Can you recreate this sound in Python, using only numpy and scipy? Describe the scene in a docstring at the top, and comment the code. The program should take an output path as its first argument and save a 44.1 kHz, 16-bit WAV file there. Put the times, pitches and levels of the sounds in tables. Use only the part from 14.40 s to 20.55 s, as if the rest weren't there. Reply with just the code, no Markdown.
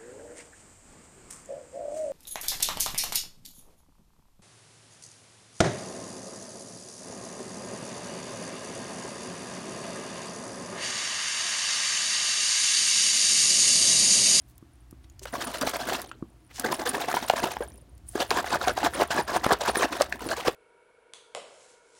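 """In a small room, close up, a plastic glue bottle with some water in it is shaken hard in three bouts.
At each turn of the hand the liquid surges against a wall: short-lived bubbles ring through the plastic
and foam crackles. Big air pockets plop, films snap and air whistles thinly at the nozzle.
Between bouts the hand rubs and bumps the bottle. Under it lie room tone, hum and air stirred by the arm."""
import sys
import numpy as np
from scipy import signal
from scipy.fft import rfft, irfft
from scipy.io import wavfile
from scipy.ndimage import uniform_filter1d, map_coordinates

SR = 44100
rng = np.random.default_rng(int(sys.argv[2]) if len(sys.argv) > 2 else 0)


def put_to_file(sound):
    """Save the sound as 16-bit audio at rate SR, in the file named by the first command-line argument."""
    columns = np.atleast_2d(sound).T  # one column per channel
    safe = np.clip(columns, -1, 1)
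    whole_steps = np.round(safe * 32767)
    wavfile.write(sys.argv[1], SR, whole_steps.astype(np.int16))


N = 271215
TOP_HZ, NOZZLE_HZ = 16150, 9610  # band limit; pitch of the nozzle

# quick flicks of the wrist: t/s, bubble level/dB, foam level/dB
WRIST_FLICKS = [(0.868, -56, -46), (0.938, -32, -41.5), (1.005, -36.5, -36), (1.074, -34, -38),
                (1.14, -34, -35), (1.213, -29.5, -37.5), (1.27, -37, -35.5), (1.338, -33, -37.5),
                (1.403, -29.5, -33.5), (1.475, -31, -34), (1.534, -34, -35.5), (1.585, -36.5, -43),
                (2.185, -41, -46), (2.245, -25.5, -36.5), (2.312, -33, -35), (2.393, -29.5, -39),
                (2.464, -31, -32.5), (2.544, -28.5, -37.5), (2.603, -31, -33.5), (2.689, -31, -36.5),
                (2.751, -34, -32.5), (2.824, -34, -40.5), (2.885, -45, -37), (2.964, -32, -37.5),
                (3.028, -26, -35.5), (3.107, -38, -40.5), (3.215, -41.5, -55), (5.723, -39.5, -49),
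                (5.808, -34, -39.5)]
# long arm strokes in the last bout: landing t/s, its bubble level/dB, slap lead/s, its bubble level/dB
ARM_STROKES = [(3.804, -27, 0.049, -34), (3.971, -24.5, 0.062, -27), (4.134, -23.5, 0.07, -33.5),
               (4.278, -26, 0.065, -27), (4.446, -25.5, 0.073, -33), (4.611, -21.5, 0.068, -33),
               (4.781, -23, 0.074, -29.5), (4.947, -22, 0.065, -28.5), (5.112, -21.5, 0.071, -29.5),
               (5.277, -24.5, 0.068, -28.5), (5.426, -23, 0.07, -28), (5.604, -29, 0.078, -32),
               (5.906, -26, 0.056, -63), (6.067, -27.5, 0.099, -34.5)]
def surges():
    """Cue list for the slosh: a flick throws the liquid once, a stroke twice."""
    # envelopes: rise/s, hold/s, fall/s
    flick = (0.007, 0.017, 0.03)  # the liquid hits a wall and runs off
    slap = (0.006, 0.00317, 0.067)  # on the back swing it slaps one end and slides along the bottle
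    landing = (0.014, 0.024, 0.0075)  # then the whole load piles up and stops
    # cues: t/s, bubble level/dB, foam level/dB, envelope, bubble f/Hz, spray against crackle/dB
    cues = [(s, db, foam_db, flick, 763.6, -7.5) for s, db, foam_db in WRIST_FLICKS]
    for s, landing_db, lead, slap_db in ARM_STROKES:
        for at, db, envelope, hz in [(s - lead, slap_db, slap, 897), (s, landing_db, landing, 898.6)]:
            foam_db = -33.5 + 0.51 * (db + 25.5)  # harder surges raise more foam
            cues.append((at, db, foam_db, envelope, hz, -13.5))
    return cues


# what the plastic wall lets through: f/Hz, level/dB
WALL_EQ = [(40, -20), (150, 6), (340, -1), (470, -2.5), (610, -3), (695, 5), (780, -3.5), (1000, 0),
           (1300, -6.5), (1650, 1), (2300, -11), (4000, -5.5), (9000, -38)]
# colour of the foam: f/Hz, level/dB
FOAM_EQ = [(300, -17.5), (1200, 11.5), (2300, 0.5), (4100, -0.5), (6200, -3), (8500, -7), (9600, -5),
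           (10600, -13.5), (16000, -19.5)]
def slosh():
    """Each surge folds air into the liquid: a gurgle, a crackle of foam and a spray of tearing films."""
    out = np.zeros(N)
    for s, bubble_db, foam_db, (rise, hold, fall), pitch_hz, spray_db in surges():
        t = np.arange(-int(4 * rise * SR), int((hold + 3.5 * fall) * SR)) / SR
        crest = np.exp(-np.maximum(-t / rise, np.maximum(t - hold, 0) / fall) ** 0.98)
        # thick liquid breaks in lumps, most on the flanks; foam has its own clumps and dies sooner
        swell = crest * amp(8.3 * flutter(t, rate=150) * (1 - crest / 2))
        foam_swell = swell * crest ** 0.18 * amp(4 * flutter(t, rate=150))
        gurgle = bubbles(len(t), rate=620, hz=pitch_hz, spread=0.5605, cycles=2.07, scatter_db=5)
        crackle = bubbles(len(t), rate=2400, hz=4900, spread=0.557, cycles=3.5, scatter_db=5, size=400)
        fizz = coloured(crackle + rng.standard_normal(len(t)), FOAM_EQ, size=512)
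        foam = unit(fizz) + amp(spray_db) * tearing(len(t), rate=500, scatter_db=8.5)
        detune = np.exp(0.044 * rng.standard_normal())  # the moving load retunes the wall each surge
        gurgle = coloured(gurgle, np.array(WALL_EQ) * [detune, 1], size=2048)
        add(out, s + t[0], amp(bubble_db - 1) * swelled(gurgle, swell))
        add(out, s + t[0], amp(foam_db + 1) * swelled(foam, foam_swell))
    return out


def bubbles(n, rate, hz, spread, cycles, scatter_db, size=1000):
    """A cloud of bubbles, n samples long: each rings a few cycles, rising in pitch."""
    draws = rng.standard_normal((int(rate * n / SR) + 1, 4))
    starts = ((np.arange(len(draws)) + draws[:, 0]) * SR / rate).astype(int) % n
    pitch, weight, life = np.clip(draws[:, 1:], -2, 2).T[:, :, None]
    turns = np.minimum(hz * np.exp(spread * pitch), TOP_HZ) * np.arange(size) / SR
    age = turns / (cycles * np.exp(0.5 * life))
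    strength = amp(scatter_db * weight) * np.exp(spread * pitch / 2)
    polarity = rng.choice([-1, 1], (len(draws), 1))
    envelope = (1 - np.exp(-4 * age)) * np.exp(-age)
    rings = polarity * strength * envelope * np.sin(2 * np.pi * turns * (1 + 0.018 * age))
    slots = (starts[:, None] + np.arange(size)) % n
    return unit(np.bincount(slots.ravel(), rings.ravel(), n))


# colour of tearing glue films: f/Hz, level/dB
FILM_EQ = [(1500, -11), (9000, 1)]
def tearing(n, rate, scatter_db, life_s=0.0007):
    """Sticky films tear for n samples: bright, very short bursts of uneven size."""
    tears = (rng.random(n) < rate / SR) * amp(scatter_db * np.clip(rng.standard_normal(n), -2, 2))
    energy = signal.lfilter([1], [1, -np.exp(-1 / (life_s * SR))], tears ** 2)
    return unit(coloured(np.sqrt(energy) * rng.standard_normal(n), FILM_EQ, size=512))


# single air pockets, mostly big: crest t/s, level/dB, f/Hz, ring/cycles
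AIR_POCKETS = [(.699, -46, 6600, 15), (.817, -44.5, 375, 9.5), (.857, -30.5, 551, 1.3),
               (1.234, -19, 576, 1.3), (1.275, -14.5, 704, 1.2), (1.524, -18, 705, 1),
               (1.715, -29, 1310, 3.5), (2.327, -16.5, 973, 3.8), (2.685, -19, 722, 5.4),
               (2.742, -12.5, 678, 1.9), (2.768, -14.5, 942, 5.1), (2.901, -7.5, 703, 1.05),
               (2.937, -16, 644, 1.7), (2.981, -23, 1620, 5.4), (3.041, -15, 302, 0.56),
               (3.056, -26, 1370, 4.5), (3.169, -19, 813, 0.77), (3.208, -21.5, 471, 2),
               (3.218, -30, 564, 6.5), (3.224, -32.5, 1560, 13), (3.755, -21, 391, 2.1),
               (3.913, -12, 1015, 2), (4.044, -22.5, 744, 2.3), (4.155, -17, 582, 2),
               (4.274, -13.5, 715, 5.5), (4.378, -17.5, 720, 2.4), (4.431, -14.5, 824, 3.8),
               (4.462, -9.5, 672, 3.3), (4.6, -16.5, 600, 2.2), (4.62, -10, 663, 1.9),
               (4.776, -20, 797, 1.5), (4.963, -13.5, 687, 2), (5.065, -6.5, 594, 0.89),
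               (5.108, -10, 724, 1.3), (5.12, -12, 718, 2), (5.297, -14, 645, 0.98),
               (5.431, -14.5, 1710, 5.2), (5.611, -7.5, 566, 1.3), (5.725, -16.5, 1684, 3.7),
               (5.864, -23, 316, 1.3), (6.083, -10.5, 466.6, 0.96)]
def plops(rise_cycles=0.5, glide=0.032):
    """An air pocket swells quickly, rings and bends a little up in pitch, splashing as it forms."""
    out = np.zeros(N)
    for s, db, hz, cycles in AIR_POCKETS:
        rise, life = rise_cycles / hz, cycles / hz
        t = np.arange(-int(10 * rise * SR), int(10 * life * SR)) / SR
        envelope = 1 / (np.exp(-t / rise) + np.exp(t / life))
        phase = 2 * np.pi * (hz * t * (1 + glide * t / life / 2) + rng.random())
        splash_eq = [(hz / 12, -16), (hz, 0), (hz * 2, -5), (hz * 10, -34)]
        spatter = unit(coloured(rng.standard_normal(len(t)), splash_eq, size=2048))
        splash = amp(-5) * spatter * np.exp(-np.abs(t) / 0.014)
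        add(out, s + t[0], amp(db - 2) * envelope / envelope.max() * (np.sin(phase) + splash))
    return out


# sharp accents of foam and plastic: t/s, peak level/dB, centre f/Hz
SNAP_HITS = [(.18, -39.5, 11500), (0.51, -39.5, 11600), (.794, -32, 6350), (0.855, -24.5, 1430),
             (1.212, -18.5, 5700), (1.295, -21, 10800), (1.617, -23, 11800), (2.197, -16, 9600),
             (2.618, -26, 1880), (2.728, -18.5, 1660), (2.898, -10, 3250), (3.043, -17, 2390),
             (3.357, -45, 11000), (3.579, -44, 9050), (3.906, -10.5, 4100), (4.282, -12.5, 3240),
             (4.536, -26, 1480), (5.045, -14.5, 1300), (5.126, -17, 8200), (5.356, -12.5, 2070),
             (5.619, -11, 4940), (5.889, -19, 4200), (6.009, -22, 2510), (6.08, -13.5, 2750)]
def snaps(t60=0.014):
    """A film bursts or the wall flicks: a tight crack around one pitch."""
    out, t = np.zeros(N), np.arange(SR // 50) / SR
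    for s, db, hz in SNAP_HITS:
        burst = rng.standard_normal(len(t)) * amp(-60 * t / t60)
        crack_eq = [(hz / 8, -20), (hz / 2, -7), (hz, 0), (hz * 2, -13), (hz * 4, -25)]
        crack = coloured(burst, crack_eq, size=512)
        add(out, s, amp(db) * crack / np.abs(crack).max())
    return out


# air squeezed out at the nozzle: crest t/s, level/dB
NOZZLE_WHISTLES = [(1.052, -33), (2.342, -28), (2.494, -19.5), (3.302, -48), (3.342, -50), (3.378, -49),
                   (3.415, -53), (3.69, -32.5), (4.541, -33.5), (5.375, -23.5), (5.386, -26)]
def whistles(half_s=0.003, waver_hz=170):
    """Pressure inside pushes short, thin whistles through the nozzle, each in a puff of air."""
    out, t = np.zeros(N), np.arange(-SR // 20, SR // 20) / SR
    puff_eq = [(5000, -20), (NOZZLE_HZ, 0), (12000, -10)]
    for s, db in NOZZLE_WHISTLES:
        hz = NOZZLE_HZ + waver_hz * unit(uniform_filter1d(rng.standard_normal(len(t)), size=60))
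        tone = np.exp(-(t / half_s) ** 2) * np.sin(2 * np.pi * np.cumsum(hz) / SR)
        hiss = unit(coloured(rng.standard_normal(len(t)), puff_eq, size=512))
        puff = amp(-12.5) * np.exp(-np.abs(t) / 0.008) * hiss
        add(out, s + t[0], amp(db) * (tone + puff))
    return out


def settling(liquid, drain_s=0.2):
    """Stirred films tick, foam rustles and the nozzle chirps; then the glue gurgles softly to rest."""
    stir = np.sqrt(np.abs(uniform_filter1d(liquid ** 2, size=3000)))
    stir = np.tanh(14 * stir / stir.max())  # even gentle shaking tears the films
    ticks = tearing(N, rate=200, scatter_db=6)
    nozzle_eq = [(NOZZLE_HZ - 900, -40), (NOZZLE_HZ, 0), (NOZZLE_HZ + 900, -40)]
    chirps = unit(coloured(tearing(N, rate=22, scatter_db=5), nozzle_eq, size=2048))
    pole = np.exp(-1 / (drain_s * SR))
    wetness = signal.lfilter([1 - pole], [1, -pole], stir)  # the wet wall drains slowly
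    dribble = bubbles(N, rate=400, hz=330, spread=0.5, cycles=1.2, scatter_db=3)
    rustle = bubbles(N, rate=500, hz=2600, spread=0.6, cycles=2.5, scatter_db=7, size=400)
    treble = amp(-56.5) * stir * ticks + (amp(-56) * stir + amp(-75.5)) * chirps
    return treble + amp(-54.5) * wetness * dribble + amp(-58.5) * wetness ** 3 * rustle


# soft knocks of the hand: t/s, peak level/dB
HAND_BUMPS = [(0.226, -37.5), (.527, -35.5), (1.825, -21.5)]
# resonances of the held bottle: f/Hz, level/dB, t60/s
BOTTLE_MODES = [(208, 12.5, 0.016), (291, 3.5, 0.034), (1140, 2, 0.0098)]
def bumps(attack_s=0.0048):
    """The hand knocks the hollow bottle softly: one push, then a short ring."""
    out, t = np.zeros(N), np.arange(SR // 8) / SR
    ring = sum(amp(db - 60 * t / t60) * np.sin(2 * np.pi * hz * t) for hz, db, t60 in BOTTLE_MODES)
    ring *= 1 - np.exp(-t / attack_s)
    for s, db in HAND_BUMPS:
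        add(out, s, amp(db) * ring / np.abs(ring).max())
    return out


# fingers sliding on the plastic: crest t/s, level/dB, half length/s, roll-off f/Hz
FINGER_RUBS = [(0.076, -62.5, 0.021, 14000), (0.645, -61, 0.0063, 3500), (.836, -45, 0.012, 7000),
               (1.693, -53, 0.0063, 4000), (2.114, -50.5, 0.014, 2140), (2.168, -43, 0.025, 5500),
               (3.722, -56.5, 0.044, 9150)]
def rubs():
    """A shifting grip sticks and slips on the plastic: a short, grainy hiss."""
    out, t = np.zeros(N), np.arange(-SR // 10, SR // 10) / SR
    for s, db, half_s, hz in FINGER_RUBS:
        slips = coloured(tearing(len(t), rate=1800, scatter_db=5), [(hz, 0), (hz * 4, -30)], size=512)
        add(out, s + t[0], amp(db) * unit(slips) * np.exp(-(t / half_s) ** 2))
    return out


# decay of the small room: f/Hz, t60/s
ROOM_DECAY = [(150, 0.2), (700, 0.11), (3000, 0.19), (12000, 0.0089)]
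def room(x, wet_db):
    """The walls answer after a few milliseconds, treble dying first."""
    hz, t, noise = signal.stft(rng.standard_normal(SR // 2), SR, nperseg=256)
    tail = signal.istft(noise * amp(-60 * t / along(ROOM_DECAY, hz)[:, None]), SR, nperseg=256)[1]
    tail = np.pad(tail / np.linalg.norm(tail), (SR // 250, 0))  # 4 ms pre-delay
    return amp(wet_db) * signal.fftconvolve(x, tail)[:N]


# colour of the room tone: f/Hz, level/dB
ROOM_TONE_EQ = [(25, -40), (58, 5), (85, -6.5), (200, -20), (320, -11.5), (450, -31), (700, -25.5),
                (5000, -39), (10000, -41.5), (16000, -48)]
# mains hum: f/Hz, rms level/dB
HUM_TONES = [(59, -61.5), (120, -63), (705, -81.5)]
# fader ride of the air stirred by the arm: t/s, level/dB
ARM_AIR = [(.3, -62), (.85, -50.5), (1.9, -92), (3.1, -55.5), (4.1, -48.5), (5.4, -52), (6.1, -56)]
def background():
    """The bed: room tone, mains hum and the low rumble of stirred air."""
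    t = np.arange(N) / SR
    tone = amp(-56) * unit(coloured(rng.standard_normal(N), ROOM_TONE_EQ))
    hum = sum(amp(db) * np.sqrt(2) * np.sin(2 * np.pi * hz * t) for hz, db in HUM_TONES)
    rumble = unit(coloured(rng.standard_normal(N), [(25, -48), (57, -5), (110, -17), (800, -86)]))
    return tone + hum + amp(np.interp(t, *np.transpose(ARM_AIR))) * rumble


def amp(db):
    return 10 ** (np.asarray(db) / 20)


def unit(x):
    return x / np.sqrt(np.mean(x ** 2) + 1e-20)


def along(points, hz):
    """Read a curve of (f/Hz, value) points on a log axis."""
    f, v = np.transpose(points)
    return np.interp(np.log(hz + 1), np.log(f + 1), v)


def add(track, s, x):
    """Mix x into the track from time s on."""
    start = max(round(s * SR), 0)
    track[start:start + len(x)] += x[:max(N - start, 0)]


def coloured(x, points, size=16384):
    """Minimum-phase EQ through (f/Hz, level/dB) points."""
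    cepstrum = irfft(np.log(amp(along(points, np.fft.rfftfreq(size, 1 / SR)))))
    cepstrum[1:size // 2] *= 2
    cepstrum[size // 2 + 1:] = 0
    impulse = irfft(np.exp(rfft(cepstrum)))[:size // 2]
    return signal.fftconvolve(x, impulse)[:len(x)]


def flutter(t, rate):
    """A random wobble between -1 and 1, with `rate` new values a second."""
    return np.tanh(map_coordinates(rng.standard_normal(len(t)), [(t - t[0]) * rate], order=1))


def swelled(x, swell):
    """Level x out, then shape it so that the swell sets the energy."""
    level = np.sqrt(np.abs(uniform_filter1d(x ** 2, size=500)) + 1e-12)
    return unit(x / level * swell) * np.sqrt(np.mean(swell ** 2))


def scene():
    """The bottle up front, with a touch of room, over the bed."""
    liquid = slosh()
    bottle = liquid + settling(liquid) + plops() + snaps() + whistles() + bumps() + rubs()
    return (bottle + room(bottle, wet_db=-17.5) + background())[None]


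def record(dry):
    """A steep low-pass takes off the very top."""
    lowpass = signal.firwin(301, TOP_HZ, fs=SR, window="blackman")
    return signal.fftconvolve(dry, lowpass[None], mode="same", axes=1)


dry = scene()
out = record(dry)
put_to_file(out)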